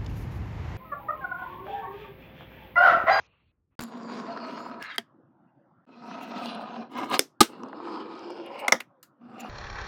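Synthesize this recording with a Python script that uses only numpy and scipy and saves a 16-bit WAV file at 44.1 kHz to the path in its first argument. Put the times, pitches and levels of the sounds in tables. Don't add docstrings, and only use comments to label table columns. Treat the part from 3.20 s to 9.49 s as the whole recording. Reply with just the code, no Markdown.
import sys
import numpy as np
from scipy import signal
from scipy.fft import rfft, irfft, next_fast_len
from scipy.io import wavfile
from scipy.ndimage import uniform_filter1d, map_coordinates

SR = 44100
rng = np.random.default_rng(int(sys.argv[2]) if len(sys.argv) > 2 else 0)


def digitize_waveform(pressure):
    field = np.atleast_2d(pressure).T
    bounded = np.clip(field, -1, 1)
    quanta = np.round(bounded * 32767).astype(np.int16)
    wavfile.write(sys.argv[1], SR, quanta)


def elevation(decibels):
    levels = np.asarray(decibels, float)
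    return 10 ** (levels / 20)


N = 277389


def unit(x):
    return x / np.sqrt(np.mean(x ** 2) + 1e-20)


def along(points, hz):
    f, v = np.transpose(points)
    return np.interp(np.log(hz + 1), np.log(f + 1), v)


def filtered(x, response):
    m = next_fast_len(len(x) + 4096)
    return irfft(rfft(x, m) * response(np.fft.rfftfreq(m, 1 / SR)), m)[..., :len(x)]


def resonance(f, centre, width):
    return 1j * f * width / (centre * centre - f * f + 1j * f * width)


BAND_EDGES_HZ = [500, 1850, 6700, 17000]


def bands(drive, modes, between, low_hz, damping=0):
    def body(f):
        ring = sum((-1) ** k * elevation(db) * resonance(f, centre, width + damping * centre)
                   for k, (centre, width, db) in enumerate(modes))
        return ring + elevation(along(between, f))

    def window(f, lo, hi):
        return 1 / np.sqrt((1 + (lo / (f + 1)) ** 12) * (1 + (f / hi) ** 12))

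    parts = []
    for force, lo, hi in zip(drive, [low_hz] + BAND_EDGES_HZ, BAND_EDGES_HZ):
        parts.append(unit(filtered(force, lambda f: body(f) * window(f, lo, hi))))
    return parts


def patchy(n, depth_db, wide=9, long=7):
    z = signal.stft(rng.standard_normal(n + 512), nperseg=512)[2]
    field = uniform_filter1d(uniform_filter1d(rng.standard_normal(z.shape), wide, 0), long, 1)
    return unit(signal.istft(z * elevation(depth_db * unit(field)), nperseg=512)[1][:n])


# frequency in Hz, level in dB.
SLOWED_COLOUR = [(21, -35), (35, -12), (85, 2), (140, -7), (650, -23), (1200, -18.5), (4400, -55),
                 (4800, -45), (6300, -46), (6900, -41), (7300, -80), (17600, -120)]
# start in dB, first fall in dB/s, floor in dB, fall of the floor in dB/s.
ECHO_DECAY = [
    (-58, 287, -68.5, 14),
    (-70, 205, -65.5, 73),
    (-74, 139, -77.5, 5),
    (-62, 152, -79, 10),
]
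WAKE_S, WAKE_DB = 0.504, [-86, -85, -96, -119]
ECHO_CUT_S, ECHO_TOP_HZ = [.6, .6, .32, .072], [4500, 7050]


def slowed_echo():
    t = np.arange(round(.56 * SR)) / SR
    drive = [patchy(len(t), depth_db=2.5)] * 4
    boom, ring, buzz, _ = bands(drive, [(2670, 430, -11)], SLOWED_COLOUR, low_hz=34.3)
    buzz = unit(filtered(buzz, lambda f: f < ECHO_TOP_HZ[0]))
    hiss = patchy(len(t), depth_db=4.5)
    hiss = unit(filtered(hiss, lambda f: (f < ECHO_TOP_HZ[1]) * f / (f + 1500) * elevation(-1.5 * f / 1000)))
    waking = np.clip((t - WAKE_S) / 0.021, 0, 1)
    out = np.zeros(N)
    for part, decay, cut, wake_db in zip([boom, ring, buzz, hiss], ECHO_DECAY, ECHO_CUT_S, WAKE_DB):
        db, fall, floor_db, floor_fall = decay
        dying = elevation(db - fall * t) + elevation(floor_db - floor_fall * t)
        out[:len(t)] += part * (dying * np.clip((cut - t) * 200, 0, 1) + elevation(wake_db) * waking)
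    return out


# frequency in Hz, level in dB per Hz.
ROOM_COLOUR = [(24, -50), (40, -37.5), (124, 4), (332, 2), (437, -15.5), (527, -7), (1150, -9.5),
               (1380, -9), (2290, -37.5), (6000, -47.5), (7800, -70), (13200, -120)]


def room_tone():
    air = patchy(N, depth_db=4.0, wide=4, long=14)
    hum = unit(filtered(air, lambda f: elevation(along(ROOM_COLOUR, f)) / np.sqrt(1 + (90 / (f + 1)) ** 6)))
    return elevation(-63) * hum * (np.arange(N) > GAPS[0][0] * SR)


def bumps(n, rate, spread_db):
    size = elevation(spread_db * np.minimum(rng.exponential(size=n), 3)) * rng.standard_normal(n)
    clumps = elevation(1.4 * map_coordinates(rng.standard_normal(n // 400 + 4), [np.arange(n) / 400]))
    return unit(clumps * size * (rng.random(n) < rate / SR))


def wobble(n, rate):
    return map_coordinates(rng.standard_normal(int(n / 400) + 9), [np.arange(n) * rate / SR])


# centre in s, half length in s, lift in dB.
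FINGER_SLIPS = [(0.633, 0.13, 43), (0.776, 0.016, 23.5), (0.86, 0.047, -9), (0.945, 0.13, 19),
                (1.274, 0.036, 13), (1.407, 0.19, 19.5), (1.638, 0.045, 15.5), (1.775, 0.048, 36),
                (3.033, 0.031, 19.5), (3.085, 0.033, 10), (3.265, 0.125, 22), (3.419, 0.021, 17.5),
                (3.72, 0.031, 29.5), (3.794, 0.064, 19.5), (3.849, 0.022, 30), (4.287, 0.14, 32.5),
                (4.76, 0.13, 17.5), (4.971, 0.1, 20), (5.152, 0.058, 6), (5.27, 0.025, 4), (5.4, 0.028, 30),
                (6.207, 0.02, 28)]
USUAL_DB = -43
BOOM_GROWS, BUZZ_GROWS, HISS_GROWS = 0.69, 1.06, 0.96
SLIP_BUZZ = 0.27
# depth in dB for boom, ring, buzz, hiss; lumps per second.
LUMPS_DB, LUMPS_PER_S = [0.99, 1.4, 2, 3.2], 40


def levels(rows, balance_db, t):
    force = np.interp(t, *np.transpose(rows)) - USUAL_DB
    lift = np.max([db * np.clip(1 - np.abs(t - s) / half, 0, 1) for s, half, db in FINGER_SLIPS], axis=0)
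    boom, buzz, hiss = balance_db
    steady = [boom + BOOM_GROWS * force,
              USUAL_DB + force,
              buzz + BUZZ_GROWS * force + SLIP_BUZZ * lift,
              hiss + HISS_GROWS * force + lift]
    return [db + depth * wobble(len(t), LUMPS_PER_S) for db, depth in zip(steady, LUMPS_DB)]


# centre in Hz, width in Hz, level in dB.
NEAR = [(232.5, 17, -3), (672, 29, -4.5), (1015, 180, -7), (3000, 37, -36), (3740, 120, -47),
        (4560, 170, -28.5), (4650, 60, -21.5), (5040, 36, -38), (5950, 80, -45), (5880, 50, -40),
        (6700, 51, -33.5), (6910, 83, -56), (6950, 56, -33.5)]
NEAR_LATE = [(246, 41, -3), (679, 18, 2.5), (970, 19, 2.5), (1296, 58, 0.5), (2550, 660, -25),
             (2880, 37, -14.5), (3580, 38, -45), (4290, 52, -15), (5040, 67, -24.5), (5100, 80, -36),
             (6440, 240, -65), (7100, 66, -39), (7000, 31, -50), (7740, 36, -52)]
SIDE_ON = [(235, 28.3, 8), (712, 46, 2.5), (940, 39, -3.5), (1290, 35, -0.5), (2000, 53, -22),
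           (2560, 150, -14), (4150, 35, -24), (5100, 100, -26.5)]
SIDE_LATE = [(234.3, 20, -4), (539, 14, -9.5), (719, 43, -3.5), (1014, 62, -4.5), (1234, 25, -10.5),
             (2400, 41, -13), (2800, 330, -16), (3500, 140, -16), (4040, 120, -18.5), (4920, 40, -25),
             (5360, 67, -51), (5860, 120, -43), (5870, 53, -46)]
FAR = [(327, 39, -1), (596, 130, -11), (974, 170, -7), (1268, 30, -0.5), (2360, 83, -21.5),
       (3310, 140, -19), (4120, 970, -46), (5170, 90, -56)]
FARTHEST = [(349, 24, 9.5), (559, 14, 0), (750, 290, -14.5), (1126, 170, -7), (2310, 140, -20),
            (2820, 84, -10.5), (3230, 82, -19.5), (4100, 92, -39), (4360, 69, -27), (5130, 150, -16),
            (7300, 500, -62)]
RETURN = [(236, 19, 8), (746, 45, 3), (1240, 120, -6.5), (2470, 120, -16), (2810, 93, -17.5),
          (3100, 57, -28.5), (3530, 60, -33.5), (3840, 15, -44), (4560, 48, -30), (4700, 56, -30.5),
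          (5040, 72, -37), (6100, 83, -33.5)]
DRAG = [(238, 52, -6.5), (996, 40, -1.5), (1320, 160, -4), (1701, 65, 3.5), (2130, 83, -7), (2380, 49, -8),
        (2760, 80, -10), (3530, 80, -21.5), (4300, 250, -21)]
DRAG_LATE = [(239, 55, -5.5), (900, 73, -17), (1260, 44, 1), (1640, 110, 4), (2170, 150, -7.5),
             (2700, 200, -15), (3380, 70, -20), (3450, 28, -23), (3750, 90, -14.5), (4610, 60, -18.5)]
SCRAPE = [(229, 49, -7.5), (392, 680, -11), (758, 56, -4.5), (990, 28, 1.5), (1238, 62, -6),
          (1610, 19, -8.5), (2130, 74, -8.5), (2900, 330, -6.5), (4090, 500, -17), (4800, 250, -16.5)]
SETTLE = [(256, 47, -2), (540, 19, -19), (794, 13, -4), (1017, 77, -0.5), (1270, 41, -5), (2410, 93, -23.5),
          (2790, 65, -19.5), (3180, 100, -28), (4050, 210, -37), (4900, 86, -26)]
EDGE = [(546, 27, 1), (810, 67, 4.5), (1043, 33, -2.5), (1665, 73, -16), (2285, 170, -8), (2863, 88, -4.5)]
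# frequency in Hz, level in dB.
ROUGH = [(100, -41), (170, -26), (500, -18), (1500, -14.5), (1900, -28), (4800, -29), (6500, -46.5),
         (7800, -54.5), (10000, -54), (15500, -64)]
ROUGH_FAR = [(100, -88), (200, -8.5), (450, -9), (1400, -13.5), (1900, -26), (5200, -25), (5700, -50.5),
             (8000, -37), (15500, -44)]
PLACES = [(NEAR, ROUGH), (NEAR_LATE, ROUGH), (SIDE_ON, ROUGH), (SIDE_LATE, ROUGH),
          (FAR, ROUGH_FAR), (FARTHEST, ROUGH_FAR), (RETURN, ROUGH), (DRAG, ROUGH), (DRAG_LATE, ROUGH),
          (SCRAPE, ROUGH), (SCRAPE, ROUGH), (SETTLE, ROUGH_FAR), (EDGE, ROUGH_FAR)]
# time in s, force in dB.
LONG_ROLLS = [
    [(.592, -35.5), (.66, -55.5), (.76, -46), (.81, -47.5), (.87, -43.5), (1.0, -43), (1.12, -47)],
    [(1.12, -37.5), (1.2, -42.5), (1.29, -39.5), (1.45, -43.5), (1.55, -44.5), (1.62, -48)],
    [(2.665, -73), (2.68, -61), (2.8, -53.5), (2.9, -43.5), (3.05, -41.5), (3.2, -37)],
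    [(3.2, -42), (3.35, -40), (3.5, -43.5), (3.625, -44.5), (3.655, -51.5), (3.7, -64)],
]
# time in s, force in dB.
SHORT_RUNS = [
    [(4.56, -51.5), (4.696, -38), (4.8, -41), (5.0, -47)],
    [(5.0, -47), (5.208, -45.5), (5.3, -53.5)],
    [(6.0, -78), (6.014, -61.5), (6.12, -55), (6.2, -47.5), (6.285, -40)],
    [(1.612, -47), (1.645, -43), (1.685, -42.5)],
    [(1.685, -44.5), (1.758, -48), (1.763, -52)],
    [(3.7, -60), (3.755, -41), (3.785, -33), (3.81, -36.5), (3.838, -32), (3.85, -42), (3.875, -44)],
    [(3.875, -48.5), (3.9, -39.5), (3.925, -27), (3.945, -19.5), (3.975, -34.5)],
    [(4.3, -54), (4.428, -46), (4.47, -46.5), (4.51, -51.5), (4.56, -43)],
    [(5.3, -42), (5.34, -42.5), (5.47, -37)],
]
# boom in dB, buzz in dB, hiss in dB.
RUN_BALANCE = [(-38.5, -56, -89.5), (-44, -56.5, -89.5), (-44.5, -53, -80), (-41.5, -53.5, -85),
               (-42, -59, -113), (-41, -52.5, -88), (-42, -54, -74), (-66.5, -48, -72), (-78.5, -45, -83),
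               (-41, -57, -83.5), (-44, -52.5, -67.5), (-41, -61, -91.5), (-49, -54, -81.5)]
JOINS_S, BLEND_S = np.array([1.12, 1.685, 3.2, 4.56, 5.0, 5.3]), .07


def rolling():
    def joined(s):
        return np.abs(JOINS_S - s).min() < .04

    def blend(u):
        return np.sqrt(np.clip(.5 + .5 * u / BLEND_S, 0, 1))

    out = np.zeros(N + SR)
    for rows, (modes, between), balance_db in zip(LONG_ROLLS + SHORT_RUNS, PLACES, RUN_BALANCE):
        first, last = rows[0][0], rows[-1][0]
        start = round((first - .1) * SR)
        t = np.arange(start, round((last + .1) * SR)) / SR
        bump = bumps(len(t), rate=1000, spread_db=2.5)
        grain = patchy(len(t), depth_db=2.2, wide=3, long=16)
        rattle = patchy(len(t), depth_db=4.0, wide=12, long=16)
        hiss = patchy(len(t), depth_db=6.5, wide=9, long=12)
        drive = [grain + 0.19 * bump, grain + 0.97 * bump, rattle + 0.5 * bump, hiss + 0.1 * bump]
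        parts = bands(drive, modes, between, low_hz=140, damping=0.014)
        rise = blend(t - first) if joined(first) else np.clip((t - first) / 0.021 + 1, 0, 1)
        fall = blend(last - t) if joined(last) else elevation(-1300 * np.clip(t - last, 0, 1))
        roll = sum(elevation(db) * part for db, part in zip(levels(rows, balance_db, t), parts))
        out[start:][:len(t)] += rise * fall * roll
    return out[:N]


# start in s, length in s, level in dB, first pitch in Hz, last pitch in Hz.
WHINE_EVENTS = [
    (0.782, 0.31, -78, 7160, 6600),
    (1.24, 0.27, -67, 5950, 7370),
    (1.627, 0.083, -66, 2900, 2310),
    (1.629, 0.14, -54, 4370, 3500),
    (1.683, 0.071, -52, 3500, 3050),
    (2.823, 0.17, -68, 5580, 6300),
    (3.477, .18, -75, 6250, 6400),
    (5.026, .2, -70.5, 4730, 5400),
    (5.676, 0.16, -66, 581, 495),
]


def whine():
    out = np.zeros(N + SR)
    for s, length, db, first_hz, last_hz in WHINE_EVENTS:
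        t = np.arange(round(length * SR)) / SR
        turn = 2 * np.pi * np.cumsum(first_hz + (last_hz - first_hz) * t / length) / SR
        half_width = 0.025 * first_hz
        slow = [filtered(patchy(len(t), depth_db=2.5), lambda f: 1 / (1 + (f / half_width) ** 2))
                for _ in range(2)]
        band = unit(slow[0] * np.cos(turn) + slow[1] * np.sin(turn))
        out[round(s * SR):][:len(t)] += elevation(db) * np.sin(np.pi * t / length) * band
    return out[:N]


def ticks(events, t60, width, broad, order=2):
    out, t = np.zeros(N + SR), np.arange(SR // 20) / SR
    for s, db, hz in events:
        burst = elevation(-60 * t / t60) * rng.standard_normal(len(t))
        tick = filtered(burst, lambda f: resonance(f, hz, hz * width) ** order + broad * (f / (f + hz)) ** 2)
        out[round(s * SR):][:len(t)] += elevation(db) * tick / np.abs(tick).max()
    return out[:N]


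# start in s, peak in dB, pitch in Hz.
GRIT_SPECKS = [(0.8321, -47, 4970), (0.9129, -58, 4460), (1.1734, -39.5, 4340), (1.626, -34.5, 4770),
               (1.625, -30, 2400), (4.529, -48.5, 2800), (3.913, -29, 3050), (1.7605, -46, 9220),
               (3.1565, -44.5, 4200), (3.1819, -49, 6490), (3.2207, -46.5, 4040), (3.2584, -28, 4050),
               (3.284, -36, 3800), (3.35, -46, 9500), (3.7069, -67, 14800), (3.7759, -42, 15300),
               (3.7867, -37.5, 5400), (3.7939, -52, 4080), (3.8997, -39, 9000), (3.9, -38, 12000),
               (3.9255, -38, 10500), (3.9264, -32.5, 4700), (3.9434, -24.5, 2400), (3.9585, -38, 11000),
               (3.8316, -34.5, 2790), (3.7807, -31.5, 2400), (3.9319, -29.5, 2770), (3.9819, -43.5, 12600),
               (3.9856, -35.5, 11420), (4.434, -41.5, 5370), (4.4345, -42.5, 2605), (4.4857, -51, 5040),
               (4.9529, -44.5, 4560), (4.9925, -45.5, 4700), (5.1045, -50, 7500), (5.2623, -49, 10550),
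               (5.3924, -39, 4600)]
# start in s, peak in dB, pitch in Hz.
TABLE_SEAMS = [(1.175, -22.5, 1310), (1.464, -24.5, 857), (2.885, -54, 724), (2.912, -27, 1260),
               (3.257, -25.5, 850), (3.393, -24, 725), (3.716, -38, 818), (4.435, -24.5, 1000),
               (4.495, -34, 900), (4.53, -25.5, 960), (4.601, -24, 960), (4.673, -22, 900),
               (6.247, -26.5, 680)]


def grit():
    specks = ticks(GRIT_SPECKS, t60=0.0079, width=0.32, broad=.05)
    seams = ticks(TABLE_SEAMS, t60=0.012, width=0.6, broad=0, order=3)
    return specks + elevation(-4.5) * seams


# start in s, length in s, level in dB, first pitch in Hz,
# settled pitch in Hz, overtones in dB.
HOUSE_TONES = [
    (1.407, .36, -77, 55, 54.5, -27),
    (2.272, .04, -87, 2780, 2780, -40),
    (2.271, 0.03, -88, 2550, 2550, -40),
]


def house():
    out = np.zeros(N)
    for s, length, db, first_hz, settled_hz, over_db in HOUSE_TONES:
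        t = np.arange(round(length * SR)) / SR
        turn = 2 * np.pi * np.cumsum(settled_hz + (first_hz - settled_hz) * np.exp(-t / 0.09)) / SR
        tone = np.sin(turn) + elevation(over_db) * (np.sin(2 * turn) + np.sin(3 * turn))
        swell = np.sqrt(np.abs(np.sin(np.pi * t / length)))
        out[round(s * SR):][:len(t)] += elevation(db + 3) * swell * tone
    return out


# start in s, peak in dB, boom in dB, ring in dB, top in dB.
CLACKS = [
    (1.781, -13.5, -19.5, -8.5, -12),
    (3.9923, -1.5, -13.5, -18.5, -9),
    (4.2047, -2.5, -22, -16, -6.5),
    (5.4795, -16, -13.5, 1.5, -7.5),
    (5.5204, -5.5, -13.5, -4.5, -13.5),
    (5.603, -26.5, -21.5, -9.5, -11),
    (5.8286, -47, -26, -7.5, 4.5),
]
# blow t60 in s, tail in dB, tail t60 in s, lag of the table in s.
CLACK_DECAY = [(0.0049, -22, 0.071, 0.00067), (0.0045, -29.5, 0.14, 0.00042), (0.0079, -14, 0.12, 0.00067),
               (0.0075, -17, 0.078, 0.00067), (0.0087, -20.5, 0.13, 0.00061), (0.02, -14, 0.068, 0.00085),
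               (0.023, -11, 0.11, 0.0018)]
# centre in Hz, width in Hz, level in dB.
TAP = [(231, 16, 4.5), (400, 43, -2), (680, 17, -10), (900, 100, -6), (1670, 43, 1.5), (2120, 78, -1.5),
       (3200, 110, 2), (3970, 330, -5.5), (4760, 220, -6), (5600, 260, -23.5), (8530, 200, -27.5)]
POP = [(322, 110, -4.5), (1480, 830, -8), (3500, 220, -14.5), (5260, 560, -8), (9200, 430, -12),
       (11200, 620, -7.5), (13500, 2200, -17)]
LANDING = [(235, 44, -7.5), (325, 50, -8), (377, 110, 2), (820, 210, 4.5), (1268, 95, 7),
           (1764, 220, -15.5), (2010, 180, -20), (3030, 240, -7), (3897, 460, -11), (5560, 630, -11.5),
           (8600, 380, -24.5)]
NUDGE = [(246, 22, -2), (543, 38, -0.5), (730, 170, -3), (1057, 260, 0), (1490, 116, -9), (2026, 250, -5),
         (2900, 140, -11.5), (3380, 250, -14.5), (4300, 290, -16), (5260, 700, -15.5), (9500, 402, -36.5)]
KNOCK = [(232, 15, -4), (538, 27, -5.5), (820, 210, -9.5), (1100, 66, -10.5), (1221, 110, -8.5),
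         (1500, 150, -13), (1810, 230, -8), (2160, 300, -7.5), (2900, 81, -19), (3590, 150, -11.5),
         (4630, 291, -23), (5400, 350, -8.5), (6004, 430, -14.5), (8920, 160, -19.5)]
BOUNCE = [(302, 107.5, -14), (1310, 620, -4), (2530, 830, -5), (5400, 770, -17), (12790, 3200, -17)]
BRUSH = [(1700, 400, -25), (2800, 150, -6.5), (4050, 250, -1.5), (4850, 240, -0.5), (6860, 560, -4.5),
         (8820, 1400, -6), (13860, 2100, -5.5)]
STRUCK = [TAP, POP, LANDING, NUDGE, KNOCK, BOUNCE, BRUSH]
CHATTER_MS = 2.42
CHATTER_DB = [4, 6, 3.5, 4.5, -2.5, -9, -10, -18]
# delay in ms, level in dB.
CONTACTS = [
    [(0, -1.5), (1.6, 3), (4.5, -17.5)],
    [(0, -18.5), (.9, -1), (2.3, -11)],
    [(1.6 + k * CHATTER_MS, db) for k, db in enumerate(CHATTER_DB)] + [(26, -7)],
    [(.9, -9.5), (2.2, 5), (6.3, -10)],
    [(1.7, -1), (2.65, -1.5), (5.5, -5.5), (6.5, -6.5), (10, -18.5)],
    [(0, -5), (2.2, -1)],
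    [(0, 5), (6, -11)],
]
CRISP_DB = [12, 15, 22, 5.1, 14, 6.7, 2.7]
# frequency in Hz, level in dB.
CRACK = [(100, -25.5), (300, -21), (550, -27.5), (1500, -14.5), (3000, -24.5), (5000, -22), (10000, -22.5),
         (16000, -26)]
TAIL_TILT_DB = [15, 7.5, -2, -6.5]
LATE_DB, LATE_T60 = -23.5, 0.22


def clacks():
    out, t = np.zeros(N + SR), np.arange(SR // 3) / SR
    sharp = np.array([[1], [1], [.7], [.4]])
    for clack, decay, modes, contacts, crisp_db in zip(CLACKS, CLACK_DECAY, STRUCK, CONTACTS, CRISP_DB):
        s, db, boom_db, ring_db, top_db = clack
        blow, tail_db, tail, lag = decay
        force, blows = np.zeros(len(t)), np.zeros(len(t))
        for ms, g in contacts:
            force += elevation(g - 60 * np.abs(t - ms / 1000) / blow) * (t >= ms / 1000)
            blows[round(ms * SR / 1000)] = elevation(g + crisp_db)
        slow = signal.lfilter([1], [1, -np.exp(-1 / (lag * SR + 1))], force)
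        slow *= force.max() / slow.max()
        noise = rng.standard_normal((2, len(t)))
        drive = noise[0] * [slow, slow, force, force] + sharp * blows
        direct = bands(drive, modes, CRACK, low_hz=170, damping=0.018)
        walls = bands([noise[1]] * 4, modes, CRACK, low_hz=185, damping=.1)
        dying = elevation(tail_db) * (elevation(-60 * t / tail) + elevation(LATE_DB - 60 * t / LATE_T60))
        dying *= 1 - np.exp(-t / 0.0014)
        knock = np.zeros(len(t))
        for g, tilt, hit, wall in zip([boom_db, ring_db, 0, top_db + 3.5], TAIL_TILT_DB, direct, walls):
            knock += elevation(g) * (hit / np.abs(hit).max() + elevation(tilt) * dying * wall)
        out[round(s * SR):][:len(t)] += elevation(db - 0.5) * knock * (1 - np.exp(-t / 0.00013))
    return signal.lfilter(*signal.butter(2, 70, "high", fs=SR), out[:N])


def since_landing():
    return np.clip(np.arange(N) / SR - CLACKS[2][0], 0, None)


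def thump():
    u = since_landing() / 0.0012
    return elevation(-16) * np.e * u * (1 - u / 2) * np.exp(-u)


# pitch in Hz, level in dB, swell in ms, t60 in s.
LANDING_NOTES = [
    (232, -14.5, 15, 0.057),
    (328, -10, 8.9, 0.067),
    (400, -16.5, 14, 0.028),
    (833, -10, 7, 0.04),
    (1234, -6.5, 10, 0.021),
]
IN_STEP_S = 4.2149


def landing_ring():
    t = since_landing()
    turn = 2 * np.pi * (np.arange(N) / SR - IN_STEP_S)
    out = np.zeros(N)
    for hz, db, ms, t60 in LANDING_NOTES:
        swell = np.clip(1000 * t / ms, 0, 1) ** 1.5
        dying = elevation(db - 60 * np.clip(t - ms / 1000, 0, None) / t60)
        out -= dying * swell * np.cos(hz * turn)
    return out


# start in s, level in dB, pitch in Hz, t60 in s.
DECK_NOTES = [
    (5.4808, -6.5, 2107, .018),
    (5.5218, -2, 2130, 0.018),
    (5.5256, -13, 2096, 0.019),
]


def deck_sings():
    out = np.zeros(N)
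    for s, db, hz, t60 in DECK_NOTES:
        t = np.clip(np.arange(N) / SR - s, 0, None)
        out += elevation(db - 60 * t / t60) * (1 - np.exp(-t / 0.00088)) * np.sin(2 * np.pi * hz * t)
    return out


def scene():
    board = rolling() + whine() + grit()
    blows = clacks() + thump() + landing_ring() + deck_sings()
    return (slowed_echo() + room_tone() + board + house() + blows)[None]


GATE_DB, DUCK_DB, GATE_FROM_HZ = -110, -4, 3700


def gate(x):
    hz, _, z = signal.stft(x, SR, nperseg=1024)
    power = uniform_filter1d(uniform_filter1d(np.abs(z) ** 2, size=14, axis=1), size=3, axis=2)
    opened = 1 / (1 + (elevation(GATE_DB) ** 2 / (np.abs(power) + 1e-20)) ** 3)
    gain = np.where(hz[:, None] > GATE_FROM_HZ, elevation(DUCK_DB) + (1 - elevation(DUCK_DB)) * opened, 1)
    return signal.istft(z * gain, SR, nperseg=1024)[1][:, :N]


def low_pass(x):
    return signal.sosfilt(signal.butter(12, 17020, fs=SR, output="sos"), x)


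# start in s, end in s.
GAPS = [
    (.553, .5922),
    (.5968, .6038),
    (.6106, .6155),
    (.6244, .627),
    (2.653, 2.665),
]
# time in s, level in dB.
SPLICE_CLICKS = [
    (0.6109, -18),
    (0.624, -22),
    (.638, -19),
]


def record(dry):
    wet = gate(dry / (1 + np.abs(dry) ** 6) ** (1 / 6))
    for start, end in GAPS:
        wet[:, round(start * SR):round(end * SR)] = 0
    for s, db in SPLICE_CLICKS:
        wet[:, round(s * SR)] += elevation(db)
    return low_pass(wet)


dry = scene()
out = record(dry)
digitize_waveform(out)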